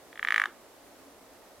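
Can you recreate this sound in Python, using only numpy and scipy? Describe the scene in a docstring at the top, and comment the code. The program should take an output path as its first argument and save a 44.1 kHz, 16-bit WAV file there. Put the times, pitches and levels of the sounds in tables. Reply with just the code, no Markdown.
"""A frog gives one rattling croak from the reeds of a small garden pond, close by.
The croak is a train of larynx clicks, about 53 a second, each exciting the resonances of throat and
vocal sac; it swells and ends on a doubled click. A rasp and a low throb go with each click, and a soft
plop follows the last. Rim stones, reeds and the garden reflect the ringing clicks, over a faint
outdoor murmur and a low hum."""
import sys
import numpy as np
from scipy import signal
from scipy.fft import rfft, irfft
from scipy.io import wavfile

SR = 44100
rng = np.random.default_rng(int(sys.argv[2]) if len(sys.argv) > 2 else 0)


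def output_pcm(signal):
    """Save a mono or channel-first signal as 16-bit PCM at the path in sys.argv[1].

    Samples are clipped to [-1, 1] before scaling.
    """
    pcm = np.clip(np.atleast_2d(signal).T, -1, 1) * 32767
    wavfile.write(sys.argv[1], SR, np.round(pcm).astype(np.int16))


N = 70560

# larynx clicks: t/s, level/dB, sac tuning ratio, tilt/(dB per octave), second snap gain, rasp level/dB
CLICKS = [(.12893, -26, 1, 0, .1, -13), (.15698, -25, 1, 0, .1, -12), (.17573, -21.5, 1, 0, .1, -11),
          (.19425, -11.7, .99, -.5, .05, -7), (.22836, -6.5, .99, -.3, 0, -3),
          (.24902, -4.3, .99, -.5, .05, -5), (.27307, -8.8, 1.01, 2.7, 0, 1), (.28585, -2.3, 1, .3, 0, 0),
          (.30613, -2.4, 1, 1.3, 0, 1), (.32276, -.4, .99, .6, .03, 1), (.34312, -1, 1, .7, 0, 1),
          (.36089, -.2, 1, -.7, 0, -1), (.3796, .2, 1, -.8, 0, -1), (.39864, -.1, .98, -2.8, 0, -4),
          (.4174, -.2, .97, -4, .04, -6), (.43847, -2.7, .97, -4, 0, -9), (.45683, -3.7, .97, -2, 1, 3)]


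def croak():
    """Impulse excitation: each click rings the damped modes of the sac, which slackens and dulls late on."""
    # modes of throat and vocal sac: f/Hz, bandwidth/Hz, gain (negative: antiphase to the main mode)
    sac_modes = [(850, 220, -.85), (1160, 125, -3.0), (1785, 236, 10.4), (2404, 211, -2.65),
                 (2689, 115, 1.15), (3265, 1200, -.9)]
    snap_gap_s, low_cut_hz, high_cut_hz, gain_db = 0.00022, 430, 9000, 0.5
    octaves = np.log2(np.clip(frequencies(), 1400, 4000) / 1750)
    spectrum = 0
    for onset, db, tuning, tilt, second_snap, _ in CLICKS:
        ring = sum(gain * resonance(hz * tuning, width) for hz, width, gain in sac_modes)
        snaps = delay(onset) * (1 + second_snap * delay(snap_gap_s))
        spectrum += ring * snaps * amplitude(db + tilt * octaves)
    s = 1j * frequencies() / low_cut_hz
    radiation = s ** 2 / (1 + np.sqrt(2) * s + s ** 2)  # a small body radiates little bass
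    softening = 1 / (1 + 1j * frequencies() / high_cut_hz)
    return irfft(spectrum * radiation * softening, N) * amplitude(gain_db)


def rasp():
    """Turbulence: air tears through the larynx at each click, and the hardest clicks also sizzle."""
    # spectrum of the rasp: f/Hz, relative level/dB
    rasp_spectrum = [(1800, -22), (2600, -21), (2850, -3), (3300, 10.5), (3900, 0), (4300, -37),
                     (6000, -32), (16000, -50)]
    # spectrum of the sizzle: f/Hz, relative level/dB
    sizzle_spectrum = [(3500, -16), (4500, -5.5), (5200, -1.5), (5750, -0.5), (6200, -5.5), (6800, 1),
                       (7600, -9), (8500, -7), (9800, -3.5), (11000, -12), (16000, -25)]
    _, click_db, *_, rasp_db = np.array(CLICKS).T
    tearing = click_bursts(rasp_db - 35.5, rasp_spectrum, decay_s=0.0024)
    sizzle_db = 2.05 * click_db - 38  # grows about as the square of the click's amplitude
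    return tearing + click_bursts(sizzle_db, sizzle_spectrum, decay_s=0.0027)


def click_bursts(levels_db, spectrum, decay_s):
    """Amplitude modulation: a brief envelope at each click gates coloured noise."""
    # likeness of the two channels: f/Hz, correlation
    coherence = [(3000, 1), (6500, 0.56), (10000, 0.25)]
    envelope = sum(amplitude(db) * pulse(onset, rise_s=0.00018, decay_s=decay_s)
                   for (onset, *_), db in zip(CLICKS, levels_db))
    return envelope * coloured(stereo_noise(coherence), amplitude(curve(spectrum)))


def throb():
    """A heavily damped oscillator: the frog's body answers every click with a faint thud."""
    pushes = sum(amplitude(db) * delay(onset) for onset, db, *_ in CLICKS)
    return irfft(pushes * resonance(hz=150, width_hz=170), N) * amplitude(-19)


def plop():
    """Exponential decay of a low noise band, heard as a soft puff just after the last click."""
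    envelope = pulse(onset_s=0.473, rise_s=0.008, decay_s=0.014)
    return narrow_noise(hz=390, width_hz=130) * envelope * amplitude(-47)


def pond(call):
    """Superposition: the direct call adds to stone echoes, reed scatter and the garden's reverberation."""
    # echoes from the rim stones and a farther rock: delay/s, gain
    stone_echoes = [(.002134, -.115), (.003418, -.073), (.00396, .11), (.004477, -.09), (.007918, .034),
                    (.0172, .025)]
    # scatter in the reeds: f/Hz, level/dB relative to the direct sound
    reed_spectrum = [(300, 1), (700, -9), (1700, -17), (3000, -9), (4500, -1), (6500, -19), (10000, -20),
                     (16000, -7)]
    # likeness of the two channels in the scatter: f/Hz, correlation
    reed_coherence = [(500, 0.65), (2000, 0.13), (5000, 0.93), (12000, 0)]
    # reverberation of the garden: f/Hz, level/dB relative to the direct sound
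    garden_spectrum = [(300, -14), (800, -6), (1100, -14), (1800, -20), (2200, -15.5), (3000, -14.5),
                       (6000, -6), (16000, 5)]
    # likeness of the two channels in the reverberation: f/Hz, correlation
    garden_coherence = [(500, 1), (2000, 1), (8000, 0.23)]
    stones = sum(gain * delay(lag) for lag, gain in stone_echoes)
    reeds = diffuse_field(reed_spectrum, reed_coherence, t60_s=0.024, rise_s=0.00022)
    garden = diffuse_field(garden_spectrum, garden_coherence, t60_s=0.26, rise_s=0.0052)
    return irfft(rfft(call) * (1 + stones + reeds + garden), N) * pan(-1)


def diffuse_field(spectrum, coherence, t60_s, rise_s):
    """Frequency response of many small reflections that build up, then decay exponentially."""
    t = np.arange(N) / SR
    envelope = (1 - np.exp(-t / rise_s)) * np.exp(-np.log(1000) * t / t60_s)
    envelope /= np.sqrt(np.sum(envelope ** 2))
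    return rfft(stereo_noise(coherence) * envelope) * amplitude(curve(spectrum))


def outdoor_air():
    """Broadband ambient noise: a distant murmur under thin hiss, its level wavering a little."""
    # spectral density of the outdoor noise: f/Hz, relative level/dB
    air_spectrum = [(15, -69), (25, -17), (92, -14.5), (137, -19), (242, -10), (270, -8.5), (335, -8),
                    (607, -6.5), (734, -9.5), (988, -12), (1740, -18.5), (1890, -17), (2480, -21.5),
                    (13600, -26.5), (16000, -33)]
    # likeness of the two channels: f/Hz, correlation
    air_coherence = [(30, 0.7), (120, 0.51), (300, 0.8), (700, 0.88), (1500, 0.58), (3000, 0.24), (6000, 0),
                     (12000, 0)]
    level_db, waver_db, waver_hz = -54, 0.3, 6
    air = coloured(stereo_noise(air_coherence), amplitude(curve(air_spectrum)))
    waver = coloured(rng.standard_normal(N), 1 / (1 + (frequencies() / waver_hz) ** 2))
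    return air * amplitude(level_db + waver_db * waver) * pan(-1.1)


def hum():
    """Narrow-band noise, heard as a faint, unsteady low tone that swells once."""
    # envelope of the hum: t/s, level/dB
    swell = [(0, -76), (.95, -73), (1.11, -59), (1.2, -68.5), (1.6, -89)]
    level_db = np.interp(np.arange(N) / SR, *np.array(swell).T)
    return narrow_noise(hz=276, width_hz=16) * amplitude(level_db)


def amplitude(db):
    """Amplitude ratio of a level in decibels."""
    return 10 ** (np.asarray(db) / 20)


def frequencies():
    """f/Hz of each spectral bin, kept above zero."""
    return np.maximum(np.arange(N // 2 + 1) * SR / N, 1e-3)


def curve(points):
    """Interpolation of (f/Hz, value) points on a logarithmic frequency axis."""
    hz, value = np.array(points, float).T
    return np.interp(np.log(frequencies()), np.log(hz), value)


def resonance(hz, width_hz):
    """Frequency response of a damped oscillator, unity at its peak."""
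    s = 1j * frequencies()
    return s * width_hz / (hz ** 2 + s * s + s * width_hz)


def delay(seconds):
    """A delay is a phase lag proportional to frequency."""
    return np.exp(-2j * np.pi * frequencies() * seconds)


def pulse(onset_s, rise_s, decay_s):
    """Envelope with exponential rise and decay."""
    age = np.maximum(np.arange(N) / SR - onset_s, 0)
    return (1 - np.exp(-age / rise_s)) * np.exp(-age / decay_s)


def pan(db):
    """Channel gains for a level difference, left minus right."""
    return amplitude(np.array([[db], [-db]]) / 2)


def coloured(noise, response):
    """Noise filtered by a frequency response and scaled to unit rms."""
    filtered = irfft(rfft(noise) * response, N)
    return filtered / np.sqrt(np.mean(filtered ** 2))


def narrow_noise(hz, width_hz):
    """Noise in one Gaussian band, at unit rms."""
    return coloured(rng.standard_normal(N), np.exp(-((frequencies() - hz) / width_hz) ** 2))


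def stereo_noise(coherence):
    """Partly coherent white noise: the balance of mid and side sets the correlation in each band."""
    correlation = np.clip(curve(coherence), -0.99, 0.99)
    mid, side = rfft(rng.standard_normal((2, N)))
    mid *= np.sqrt((1 + correlation) / 2)
    side *= np.sqrt((1 - correlation) / 2)
    return irfft(np.array([mid + side, mid - side]), N)


def scene():
    """The sound pressures of frog and background add linearly."""
    return pond(croak()) + rasp() + throb() + plop() + outdoor_air() + hum()


def record(dry):
    """Band limiting: a steep elliptic low-pass removes the highest treble."""
    cutoff_hz = 16100
    return signal.sosfilt(signal.ellip(10, 0.1, 70, cutoff_hz, fs=SR, output="sos"), dry)


dry = scene()
out = record(dry)
output_pcm(out)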